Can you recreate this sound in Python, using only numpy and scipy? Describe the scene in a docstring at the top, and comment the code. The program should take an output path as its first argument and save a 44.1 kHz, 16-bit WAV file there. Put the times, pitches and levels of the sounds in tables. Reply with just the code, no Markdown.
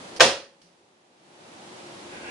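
"""Electric time stamp, one hit

A sheet slides in and trips the stamp. The solenoid slams the type onto the paper, the housing rings
and rattles in a small room, and the mechanism clicks back. The sheet is lifted toward the microphone,
whose gain control ducks the steady room noise at the thunk, holds it down and eases it back."""
import sys
import numpy as np
from scipy import signal
from scipy.fft import rfft, irfft, next_fast_len
from scipy.io import wavfile
from scipy.ndimage import uniform_filter1d, minimum_filter1d, map_coordinates

SR = 44100
rng = np.random.default_rng(int(sys.argv[2]) if len(sys.argv) > 2 else 0)


def to_wav(sig):
    """Store sig (one row per channel, or 1-D mono) as 16-bit WAV at the path in sys.argv[1].

    Samples outside -1..1 are clipped; the rate is SR.
    """
    pcm = np.clip(np.atleast_2d(sig), -1, 1) * 32767
    pcm = np.round(pcm).astype(np.int16)
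    wavfile.write(sys.argv[1], SR, pcm.T)  # frames by channels


N = 101429


# Pull-in, main blow, then rattles: t/s, level/dB, extra send to the ring/dB
BLOWS = [(.1982, -14.5, 4), (.2050, 0, -5.5), (.2066, -0.5, -4.5), (.2094, -0.5, -2.5), (.2125, -8, -3),
         (.2222, -9, -4.5), (.244, -14, -3), (.291, -17, -3)]
def stamp():
    """The hero hit: each contact cracks, rings the metal and excites the room; the desk thumps below."""
    comb = works_comb()
    return crack(comb) + room(comb) + desk_thump() + metal_ring()


# Colour of the impact: f/Hz, level/dB
CRACK_COLOUR = [(40, -34.5), (100, -28.5), (250, -19), (450, -6.5), (590, -6.5), (680, 1.5), (850, -9),
                (1030, -2.5), (1250, -7), (1500, 1), (2150, -12), (2650, -2.5), (4000, -5.5), (5500, -9.5),
                (7400, -16), (8400, -31), (10500, -37)]
# Its stereo image: f/Hz, left-right likeness
CRACK_ALIKE = [(100, 0.83), (300, 0.61), (700, 1), (1600, 1), (3000, .2), (9000, 0.32)]
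# Its balance: f/Hz, left minus right/dB
CRACK_PAN = [(200, 0), (1000, -3), (2200, 3.5), (4500, -3.5), (9000, -4.5)]
def crack(comb):
    """The attack: a tight noise burst on every contact, coloured by the steel works."""
    force = np.sqrt(sum((amp(db) * fade(s, t60=.028)) ** 2 for s, db, _ in BLOWS))
    noise = unit(filtered(rush(CRACK_COLOUR, CRACK_ALIKE, CRACK_PAN), comb))
    return amp(14.5) * force * noise


# Midrange clang of the housing: f/Hz, level/dB, t60/s
HOUSING_MODES = [(458, -7, 0.19), (521.7, -2.5, 0.31), (553, -6, 0.43), (661.3, 2, .13), (717, -0.5, 0.2),
                 (864.5, -10, 0.28), (937, -8.5, 0.25), (1035, -1, 0.1), (1188, -7.5, 0.13),
                 (1550, -7.5, 0.15), (1795, -11, 0.15), (1890, -10.5, 0.34), (2062, -11.5, 0.14),
                 (2313, -14, .28)]
# Bright ping of the steel works: f/Hz, level/dB, t60/s
STEEL_MODES = [(2606, -2.5, .2), (2610, -4, 0.24), (3191.4, -10, 0.21), (3660, -2, .26), (3750, -5.5, 0.32),
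               (4054, -5, .27), (5370, -4, 0.29), (6560, -8.5, .16), (6470, -7.5, 0.075), (7150, -10, .2),
               (8320, -14, .25), (8440, -12.5, .22), (9260, -14, 0.4), (10930, -17.5, 0.14)]
def metal_ring():
    """The body: housing and steel works ring on after the blows."""
    housing = amp(3.5) * ring(HOUSING_MODES, spread_rad=.38, wander_rad=.22)
    steel = amp(-3.5) * ring(STEEL_MODES, spread_rad=.79, wander_rad=.25)
    return housing + steel


def ring(modes, spread_rad, wander_rad):
    """Modes fed by every blow; their phases wander and differ between left and right."""
    out = np.zeros((2, N))
    for hz, db, t60 in modes:
        level = np.sqrt(sum((amp(blow + send) * fade(s, t60)) ** 2 for s, blow, send in BLOWS))
        phase = 2 * np.pi * (hz * since(BLOWS[0][0]) + rng.random()) + wander_rad * wobble(60)
        out += amp(db) * level * np.sin(phase + spread_rad * rng.standard_normal((2, 1)))
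    return out


def works_comb(ripple_db=4, spacing_hz=50.03):
    """Many small steel parts: an uneven comb of resonances, mostly in the treble (gain against Hz)."""
    knots = rng.standard_normal(1024)
    depth = lambda hz: ripple_db * along([(600, 0), (1400, .079), (2200, 1), (6000, .81), (9000, 0)], hz)
    ripple = lambda hz: np.tanh(map_coordinates(knots, [hz / spacing_hz], mode="wrap"))
    return lambda hz: amp(depth(hz) * ripple(hz))


# Knocks on the desk: t/s, f/Hz, level/dB, t60/s
THUMPS = [(0.205, 137, -11, .25), (0.206, 335.5, -6, .2), (.248, 237.2, -9.5, 0.22),
          (0.261, 88, -27.5, 0.34), (0.636, 175.3, -38, 0.39)]
def desk_thump():
    """The low-end weight: the machine rocks on the desk and settles."""
    return sum(amp(db) * fade(s, t60, attack_s=.004) * np.sin(2 * np.pi * hz * since(s))
               for s, hz, db, t60 in THUMPS)


# The swell into the hit: t/s, level/dB, rise/s
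SWELL = (.187, -19, 0.0091)
# Its dull colour: f/Hz, level/dB
SWELL_COLOUR = [(60, -13), (150, -3.5), (600, -1), (1200, -15.5), (3500, -15), (6000, -32.5)]
def lead_in_swell():
    """A brief, dull swell of noise just before the hit, cut off by the main blow."""
    start, db, rise_s = SWELL
    rise = np.minimum(since(start) / rise_s, 1) ** 2
    choke = np.exp(-since(BLOWS[1][0]) / .0041)
    return amp(db) * rise * choke * rush(SWELL_COLOUR, CRACK_ALIKE, CRACK_PAN)


# Trigger clicks: t/s, level/dB
CLICKS = [(.163, -36), (.616, -34.5), (.658, -55)]
# Their thin, bright colour: f/Hz, level/dB
CLICK_COLOUR = [(170, -4.5), (400, -15.5), (1500, -10), (3100, -1), (3800, -8.5), (4500, 1.5), (6100, -2.5),
                (7400, -13), (10300, -10.5)]
def switch():
    """Light clicks as the trigger trips and resets, each with a little room tail."""
    level = sum(amp(db) * (fade(s, t60=.04) + amp(-4) * fade(s, t60=.47, attack_s=.008))
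                for s, db in CLICKS)
    return level * rush(CLICK_COLOUR, ROOM_ALIKE, ROOM_PAN)


# The sheet going in: rise from t/s, decay from t/s, level/dB
FEED = (.174, 0.17, -36.5)
# Colour of that scuff: f/Hz, level/dB
FEED_COLOUR = [(300, -12), (1200, -6), (2500, -4.5), (4000, 0), (6000, -7), (10000, -20)]
# Swell of the lifted sheet: t/s, level/dB
LIFT = [(2.0, -71), (2.09, -56.5), (2.13, -43), (2.22, -45), (2.3, -38)]
# Colour of that swish: f/Hz, level/dB
LIFT_COLOUR = [(60, -14), (120, -6), (260, 0), (600, -1.5), (1050, -4), (1220, -31), (1480, 4), (1660, 1.5),
               (1790, -10.5), (1950, -3.5), (2700, -2.5), (3600, -18.5), (9000, -29)]
def paper():
    """The sheet scuffs briefly into the slot and later swishes up toward the microphone."""
    rise_at, decay_at, db = FEED
    feed = amp(db) * (1 - np.exp(-since(rise_at) / .003)) * np.exp(-since(decay_at) / .004)
    lift = amp(np.interp(since(0), *np.transpose(LIFT), left=-120) + 1.38 * wobble(45))
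    return feed * rush(FEED_COLOUR, ROOM_ALIKE, ROOM_PAN) + lift * rush(LIFT_COLOUR, AIR_ALIKE, AIR_PAN)


# Colour of the reverb: f/Hz, level/dB
ROOM_COLOUR = [(40, -36.5), (100, -25.5), (170, -22), (280, -11), (500, -3), (700, -5.5), (830, -11),
               (1000, -8.5), (1800, -8.5), (2200, -15), (2600, -9.5), (4000, -11), (5700, -12.5),
               (7000, -17), (10500, -24.5)]
# Its decay: f/Hz, t60/s
ROOM_T60 = [(100, .45), (500, .35), (2000, 0.36), (5000, 0.36), (10000, 0.28)]
# Its stereo image: f/Hz, left-right likeness
ROOM_ALIKE = [(100, .9), (250, .65), (500, 1), (1200, .25), (3000, .25), (9000, 0)]
# Its balance: f/Hz, left minus right/dB
ROOM_PAN = [(200, 0), (1000, 0.5), (2200, 1), (4500, -5), (9000, -2)]
def room(comb, build_s=.006):
    """The tail: a small room's diffuse answer to the blows, each frequency dying at its own speed."""
    noise = unit(filtered(rush(ROOM_COLOUR, ROOM_ALIKE, ROOM_PAN), comb))
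    hz, t, bands = signal.stft(noise, SR, nperseg=128)
    t60 = along(ROOM_T60, hz)[:, None]
    ages = [(np.maximum(t - s, 0), db) for s, db, _ in BLOWS]
    power = sum((amp(db) * (1 - np.exp(-age / build_s)) * np.exp(-np.log(1000) * age / t60)) ** 2
                for age, db in ages)
    return amp(4) * signal.istft(bands * np.sqrt(power), SR, nperseg=128)[1][:, :N]


# Colour of the moving air: f/Hz, level/dB
AIR_COLOUR = [(30, -42.5), (55, -31), (90, -18), (190, -7.5), (280, -8), (345, -3), (440, -10), (550, -6),
              (640, -10), (760, -8), (1130, -13), (1500, -15), (2100, -17), (3500, -18.5), (6000, -23),
              (10500, -29)]
# Its stereo image: f/Hz, left-right likeness
AIR_ALIKE = [(60, 0.97), (130, 1), (290, .85), (640, .4), (1410, -0.3), (3100, 0), (9000, 0)]
# Its balance: f/Hz, left minus right/dB
AIR_PAN = [(200, -1), (400, 1.5), (1300, 0.5), (4400, -2.5), (9000, -1)]
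def ventilation(hum_hz=353):
    """The bed: steady rushing air with a wavering hum."""
    hum = amp(-55.5 + 3.5 * wobble(11)) * np.sin(2 * np.pi * hum_hz * since(0) + 1.2 * wobble(22))
    return amp(-42) * rush(AIR_COLOUR, AIR_ALIKE, AIR_PAN) + hum


def rush(colour, alike, pan):
    """Stereo noise of rms 1 with a colour, a width and a balance."""
    def shape(hz):
        width = np.arccos(np.clip(along(alike, hz), -1, 1)) / 2
        return amp(along(colour, hz)) * [np.cos(width), np.sin(width)]
    mid, side = filtered(rng.standard_normal((2, N)), shape)
    balance = lambda hz: amp(np.outer([.5, -.5], along(pan, hz)))
    return unit(filtered(np.array([mid + side, mid - side]), balance))


def amp(db):
    """Decibels to gain."""
    return 10 ** (np.asarray(db) / 20)


def unit(x):
    """Scaled to rms 1."""
    return x / np.sqrt(np.mean(x ** 2) + 1e-20)


def along(points, hz):
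    """A curve through (f/Hz, value) points on a log frequency axis."""
    f, v = np.transpose(points)
    return np.interp(np.log(hz + 1), np.log(f + 1), v)


def since(s):
    """Seconds since s, zero before."""
    return np.maximum(np.arange(N) / SR - s, 0)


def fade(s, t60, attack_s=.0003):
    """A percussive envelope: a rise at time s and an exponential decay."""
    return (1 - np.exp(-since(s) / attack_s)) * np.exp(-np.log(1000) * since(s) / t60)


def wobble(rate):
    """A smooth random curve, rate knots a second."""
    return map_coordinates(rng.standard_normal(512), [np.arange(N) * rate / SR], mode="wrap")


def filtered(x, response):
    """EQ by a function giving gain against Hz."""
    size = next_fast_len(N + SR // 4)
    return irfft(rfft(x, size) * response(np.fft.rfftfreq(size, 1 / SR)), size)[..., :N]


def low_pass(x, hz):
    """A steep cut above hz."""
    return signal.sosfilt(signal.ellip(12, .1, 90, hz, fs=SR, output="sos"), x)


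def gain_control(x, limit_db=-6.5, lookahead_s=.011, hold_s=.85, recover_s=.16):
    """A gain that ducks just ahead of a loud sound, holds, then eases back up."""
    power = np.abs(uniform_filter1d(np.mean(x ** 2, axis=0), size=660))
    duck_db = np.minimum(limit_db - 10 * np.log10(power + 1e-12), 0)
    hold, ahead = int(hold_s * SR), int(lookahead_s * SR)
    held = minimum_filter1d(np.pad(duck_db, (0, ahead)), hold, origin=(hold - 1) // 2, mode="constant")
    held = uniform_filter1d(held[ahead:], size=350)
    pole = np.exp(-1 / (recover_s * SR))
    eased = signal.lfilter([(1 - pole) ** 2], [1, -2 * pole, pole ** 2], held)
    return amp(np.minimum(held, eased))


def scene():
    """The mix: the hit, clicks and paper over the ventilation bed."""
    return lead_in_swell() + stamp() + switch() + paper() + ventilation()


def record(dry):
    """A narrow-band microphone with gain control; the loudest peaks are hard-clipped."""
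    narrow = low_pass(dry, hz=10700)
    clipped = np.clip(narrow * gain_control(narrow), -1, 1)
    return low_pass(clipped, hz=15800)


dry = scene()
out = record(dry)
to_wav(out)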